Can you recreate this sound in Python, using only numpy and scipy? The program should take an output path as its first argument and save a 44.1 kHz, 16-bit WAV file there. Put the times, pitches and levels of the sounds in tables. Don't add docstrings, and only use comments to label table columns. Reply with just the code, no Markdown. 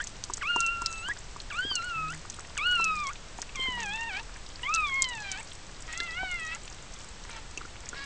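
import sys
import numpy as np
from scipy import signal
from scipy.fft import rfft, irfft
from scipy.io import wavfile
from scipy.ndimage import uniform_filter1d

SR = 44100
rng = np.random.default_rng(int(sys.argv[2]) if len(sys.argv) > 2 else 0)


def waveform_to_disk(signal):
    frames = np.transpose(np.atleast_2d(signal))
    scaled = np.clip(frames, -1, 1) * 32767
    samples = np.round(scaled).astype(np.int16)
    wavfile.write(sys.argv[1], SR, samples)


def gain_from_decibels(decibels):
    exponent = np.asarray(decibels, float) / 20
    return 10 ** exponent


N = 354999
T = np.arange(N) / SR


def colour(points, hz):
    at, db = np.transpose(points)
    return np.interp(np.log(np.maximum(hz, 1)), np.log(at), db)


def room():
    # f/Hz, relative level/dB
    room_spectrum = [(12, -36.5), (20, 6.5), (85, -6.5), (265, -17.5), (1080, -19), (7870, -25.5),
                     (9210, -35.5), (10200, -50.5), (13300, -103)]
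    room_db = -45
    hz = np.fft.rfftfreq(N, 1 / SR)
    spectrum = rfft(rng.standard_normal(N)) * gain_from_decibels(colour(room_spectrum, hz))
    noise = irfft(spectrum, N)
    return noise / noise.std() * gain_from_decibels(room_db)


def walk(rate):
    hold = int(SR / rate)
    steps = np.repeat(rng.standard_normal(N // hold + 1), hold)
    smooth = uniform_filter1d(uniform_filter1d(steps, hold), hold)[:N]
    return smooth / smooth.std()


def glide(s, v, t):
    d = np.diff(v) / np.diff(s)
    before, after = d[:-1], d[1:]
    inner = np.where(before * after > 0, 2 * before * after / (before + after + 1e-9), 0)
    m = np.r_[d[0], inner, d[-1]]
    k = np.clip(np.searchsorted(s, t) - 1, 0, len(s) - 2)
    h = s[k + 1] - s[k]
    u = (t - s[k]) / h
    rise = u * u * (3 - 2 * u) * (v[k + 1] - v[k])
    bend = h * u * (1 - u) * ((1 - u) * m[k] - u * m[k + 1])
    return v[k] + rise + bend


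def fold_slip():
    # start t/s, end t/s, depth (0-1)
    doubling = [(3.765, 3.85, .45), (4.1, 4.23, .25), (5.2, 5.42, .25), (5.85, 5.97, .6), (6.47, 6.6, .3),
                (7.26, 7.44, .45), (7.92, 8.1, .3)]
    return sum(depth * np.clip(np.minimum(T - a, b - T) / 0.026, 0, 1) for a, b, depth in doubling)


def harmonic_gains(k, hz, opening, t):
    # f/Hz, level/dB
    throat = [(620, -30), (820, 8.5), (1350, -2.5), (2100, -1.2), (3300, -3.5), (3900, -12), (5300, -21.5),
              (6600, -51.5)]
    # t/s, level/dB
    treble = [(.5, -1.5), (.62, -15), (.78, -16), (.85, 2), (1.88, 7.5), (1.96, -27), (2.6, 1), (4.95, -6),
              (5.2, 14.5), (6.2, 1.5), (7.9, 19.5)]
    shut_hz, mouth_db, mouth_octaves = 1172, 13.5, 0.54
    off = (np.log2(k * hz / shut_hz) - 2 * opening) / mouth_octaves
    db = colour(throat, k * hz) + mouth_db * np.exp(-.5 * off ** 2)
    db += np.clip((k * hz - 3500) / 600, 0, 1) * np.interp(t, *np.transpose(treble))
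    return gain_from_decibels(db)


def puppy():
    # start t/s, end t/s, pitch factor of the opening squeak, pitch factor of the closing flick
    cries = [(0.0, 0.046, 0.91, 0.93), (0.41, 1.129, 2.16, 1.13), (1.502, 2.15, 1.52, 1.3),
             (2.568, 3.127, 1.6, 1.15), (3.549, 4.221, 1.23, 1.03), (4.63, 5.423, 0.99, 2.5),
             (5.873, 6.579, 1.1, 1.27), (7.288, 7.411, 1.16, 1), (7.943, 8.2, 0.85, 1)]
    # t/s, pitch f/Hz before squeak and flick, nominal rms level/dB, mouth opening (0-1)
    contours = [
        [(0.0, 1567, -30, 0.07), (0.03, 1910, -44.5, .2)],
        [(0.44, 1077, -35.5, 0.3), (0.505, 1416, -30, 0.41), (0.66, 1358, -27, 0.47), (0.74, 1390, -31, 0.39),
         (0.82, 1351, -35.5, 0.22), (1.022, 1325, -42, 0.33), (1.032, 1372, -38, 0.39),
         (1.108, 1673, -35.5, 0.34)],
        [(1.534, 1137, -39, 0.34), (1.602, 1480, -30.5, 0.24), (1.672, 1635, -35.5, 0.73),
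         (1.74, 1487, -34.5, 1), (1.821, 1336, -34.5, 0), (1.86, 1466, -38.5, 0.33), (1.96, 1318, -31.5, 0.19),
         (2.08, 1271, -36, 0.22), (2.13, 1547, -43, 0.37)],
        [(2.588, 1068, -33, 0.41), (2.684, 1461, -27.5, 0.41), (2.87, 1271, -27.5, 0.3),
         (3.002, 1204, -35, 0.21), (3.087, 1080, -34, 0.19), (3.107, 1268, -39.5, 0.2)],
        [(3.572, 1034, -39.5, 0.51), (3.628, 1054, -32, 0.59), (3.8, 939, -40, 0.43), (3.895, 801, -35, 0.4),
         (3.96, 891, -36.5, 0.52), (4.077, 920, -36.5, 0.48), (4.114, 775, -36.5, 0.35),
         (4.14, 751, -35.5, 0.35), (4.2, 889, -39.5, 0.53)],
        [(4.632, 943, -38, 0.62), (4.702, 1218, -30.5, 0.22), (4.75, 1322, -28, 0.28),
         (4.939, 1072, -31.5, 0.34), (4.98, 1081, -30.5, 0.33), (5.1, 989, -39, 0.56),
         (5.225, 827, -41.5, 0.34), (5.341, 763, -40, 0.38), (5.4, 906, -44.5, 0.42)],
        [(5.89, 613, -48, 0.32), (6.03, 691.5, -36, 0.43), (6.12, 654.6, -41, 0.35), (6.225, 762, -34.5, 0.32),
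         (6.32, 713.6, -37.5, 0.4), (6.49, 632.4, -40.5, 0.32), (6.55, 676, -40.5, 0.23)],
        [(7.31, 468.5, -52.5, 0.38), (7.39, 435, -44.5, 0.09)],
        [(7.965, 557.5, -44.5, 0.26), (8.045, 554, -43.5, 0.33)],
    ]
    # start t/s, end t/s, harmonic number, nominal added rms level/dB
    overtones = [(.86, 1.05, 5, -59), (.9, 1.035, 6, -53)]
    squeak_s, flick_s = .03, 0.018
    flick_dull_db = 9
    air_db = -5
    out, tremble, rasp = np.zeros(N), 0.007 * walk(40), walk(1200)
    waver_db = np.array([(1.95 + .35 * n) * walk(70) for n in range(11)])
    air_band = signal.butter(2, [900, 4600], "band", fs=SR, output="sos")
    air = signal.sosfilt(air_band, rng.standard_normal(N))
    k = np.arange(1, 12)[:, None]
    slip = fold_slip()
    for (start, end, squeak, flick), contour in zip(cries, contours):
        i = slice(int(start * SR), int(end * SR))
        t = T[i]
        since, left = t - start, end - t
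        rough = slip[i] + .9 * np.exp(-np.minimum(since, left) / .025)
        s, *columns = np.array(contour, float).T
        hz, level_db, opening = (glide(s, c, np.clip(t, s[0], s[-1])) for c in columns)
        relaxing = np.clip(1 - since / squeak_s, 0, 1) ** 2
        closing = np.clip((flick_s - left) / 0.0039, 0, 1)
        hz = hz * (1 + (squeak - 1) * relaxing + (flick - 1) * closing)
        jitter = tremble[i] + (.005 + .03 * rough) * rasp[i]
        phase = 2 * np.pi * np.cumsum(hz * (1 + jitter)) / SR
        gain = harmonic_gains(k, hz, opening, t)
        gain *= gain_from_decibels(level_db - flick_dull_db * (k - 1.5) * closing) / np.sqrt(np.sum(gain ** 2, axis=0))
        for a, b, order, db in overtones:
            gain[order - 1] += gain_from_decibels(db) * np.clip(np.minimum(t - a, b - t) / squeak_s, 0, 1)
        voice = np.sum(gain * gain_from_decibels(waver_db[:, i]) * np.sin(k * phase + k * k), axis=0)
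        voice *= 1 + slip[i] * np.cos(phase / 2) + (.04 + .5 * rough) * rasp[i]
        voice += gain_from_decibels(level_db + air_db) * slip[i] * (1 + np.cos(phase)) * air[i] / air.std()
        envelope = np.clip(np.minimum(since / 0.0026, left / 0.02), 0, 1)
        out[i] += np.sqrt(2) * envelope * voice
    return out


def add(out, s, sound):
    i = int(s * SR)
    out[i:i + len(sound)] += sound[:N - i]


def ring(hz, decay_ms):
    ms = np.arange(int(.02 * SR)) / SR * 1000
    envelope = (1 - np.exp(-ms / 0.47)) * np.exp(-ms / decay_ms)
    x = envelope * np.sin(2 * np.pi * hz * ms / 1000)
    return x / np.abs(x).max()


def crackle(centre_hz, chance):
    x = np.zeros(int(.03 * SR))
    for late, pitch in chance.reshape(3, 2):
        add(x, late * .004, ring(centre_hz * (.7 + .5 * pitch), .35))
    return x


def wet_fur(count=640):
    licks_per_s = 3.3
    out = np.zeros(N)
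    for when, pitch, size, stroke, *chance in rng.random((count, 10)):
        s = when * N / SR
        if stroke < .55 + .45 * np.cos(2 * np.pi * licks_per_s * (s - .33)):
            tick = crackle(7400 / (1 + 4.5 * pitch ** 5), np.array(chance))
            add(out, s, gain_from_decibels(-43 + 8.5 * size ** 2) * tick)
    return out


def smacks():
    # onset t/s, nominal level/dB, ring f/Hz
    smack_events = [(0.04, -27, 6950), (0.071, -25.5, 6550), (0.238, -21, 6000), (0.336, -19.5, 6300),
                    (0.3707, -28, 6700), (0.561, -27.5, 6700), (0.604, -15.5, 6470), (0.663, -24.5, 6300),
                    (0.819, -30, 7300), (0.8603, -14, 5100), (1.754, -17, 6220), (2.299, -25, 6500),
                    (2.5763, -22.5, 6440), (2.842, -16.5, 6030), (3.069, -25.5, 5920), (3.4173, -22, 6320),
                    (3.5567, -29, 5930), (4.7398, -18, 5740), (4.7469, -16.5, 6420), (4.7595, -23.5, 4040),
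                    (5.0208, -10, 7140), (5.042, -21, 4230), (5.3158, -19.5, 6240), (5.9754, -26.5, 6740),
                    (6.0017, -20, 3700), (7.889, -25, 6750), (0.9266, -29, 6250), (1.085, -31, 7260),
                    (1.401, -26, 4050), (3.803, -28.5, 6430), (3.859, -31.5, 6300), (4.168, -31.5, 4600),
                    (6.313, -32.5, 7300), (3.8305, -29, 6570), (5.0878, -30.5, 7400), (5.9269, -28.5, 6900),
                    (6.548, -30, 6800), (7.5742, -27, 6330)]
    out = np.zeros(N)
    for (s, db, hz), chance in zip(smack_events, rng.random((len(smack_events), 2, 8))):
        add(out, s + .0008, gain_from_decibels(db + 2.5) * ring(hz, 0.35))
        for late, pitch in chance.T:
            small_film = ring(hz * (.75 + .5 * pitch), 0.095)
            add(out, s + late ** 1.5 * 0.0093, gain_from_decibels(db - 1.5 - 6.6 * late) * small_film)
    return signal.sosfilt(signal.butter(2, 3000, "high", fs=SR, output="sos"), out)


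def pops():
    # t/s, level/dB of the cavity ring, ring f/Hz
    pop_events = [(0.299, -26, 1046), (.561, -18.5, 980), (0.819, -29, 1020), (1.086, -28.5, 1040),
                  (1.362, -31.5, 1070), (1.65, -32, 337), (1.714, -29, 1090), (2.388, -34, 1310),
                  (2.797, -27, 1045), (3.387, -30.5, 845), (3.593, -36.5, 363), (3.685, -33.5, 304),
                  (3.775, -33, 940), (6.002, -27.5, 1720), (6.231, -26.5, 760), (7.575, -27.5, 2680),
                  (7.613, -32, 1310), (7.651, -34.5, 1350), (7.93, -31, 1450)]
    out = np.zeros(N)
    for s, db, hz in pop_events:
        add(out, s, gain_from_decibels(db) * (ring(hz, 2.26) + 0.27 * ring(364.0, 19.0)))
    return out


def mother():
    # start t/s, length t/s, pitch f/Hz, peak level/dB of the fundamental
    grunts = [(1.949, 0.25, 153.4, -44), (2.775, 0.24, 184.8, -50.5), (3.711, 0.25, 191, -50)]
    out, wobble = np.zeros(N), walk(25.65)
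    for s, length, hz, db in grunts:
        swell = np.sin(np.pi * np.clip((T - s) / length, 0, 1)) ** 0.083
        phase = 2 * np.pi * np.cumsum(hz * (1 + 0.0144 * wobble)) / SR
        out += gain_from_decibels(db) * swell * (np.sin(phase) + 0.25 * np.sin(2 * phase))
    return out


def echo(x, db):
    delay_ms = 4.2
    return x + gain_from_decibels(db) * np.roll(x, int(delay_ms * SR / 1000))


def scene():
    background = room()
    cry = echo(puppy(), -9)
    mouth = echo(wet_fur() + smacks(), -10.5) + echo(pops(), -3.0)
    return (cry + mouth + mother() + background)[None]


def top_cut(x):
    return signal.sosfilt(signal.butter(12, 10370, fs=SR, output="sos"), x)


def record(dry):
    port_hz, port_q, port_gain = 7880, 39, 0.38
    offset = -.0034
    port_ring = signal.lfilter(*signal.iirpeak(port_hz, port_q, SR), dry)
    steep_cut = signal.butter(10, 8700, fs=SR, output="sos")
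    picked_up = signal.sosfilt(steep_cut, dry + port_gain * port_ring)
    return top_cut(picked_up + offset)


dry = scene()
out = record(dry)
waveform_to_disk(out)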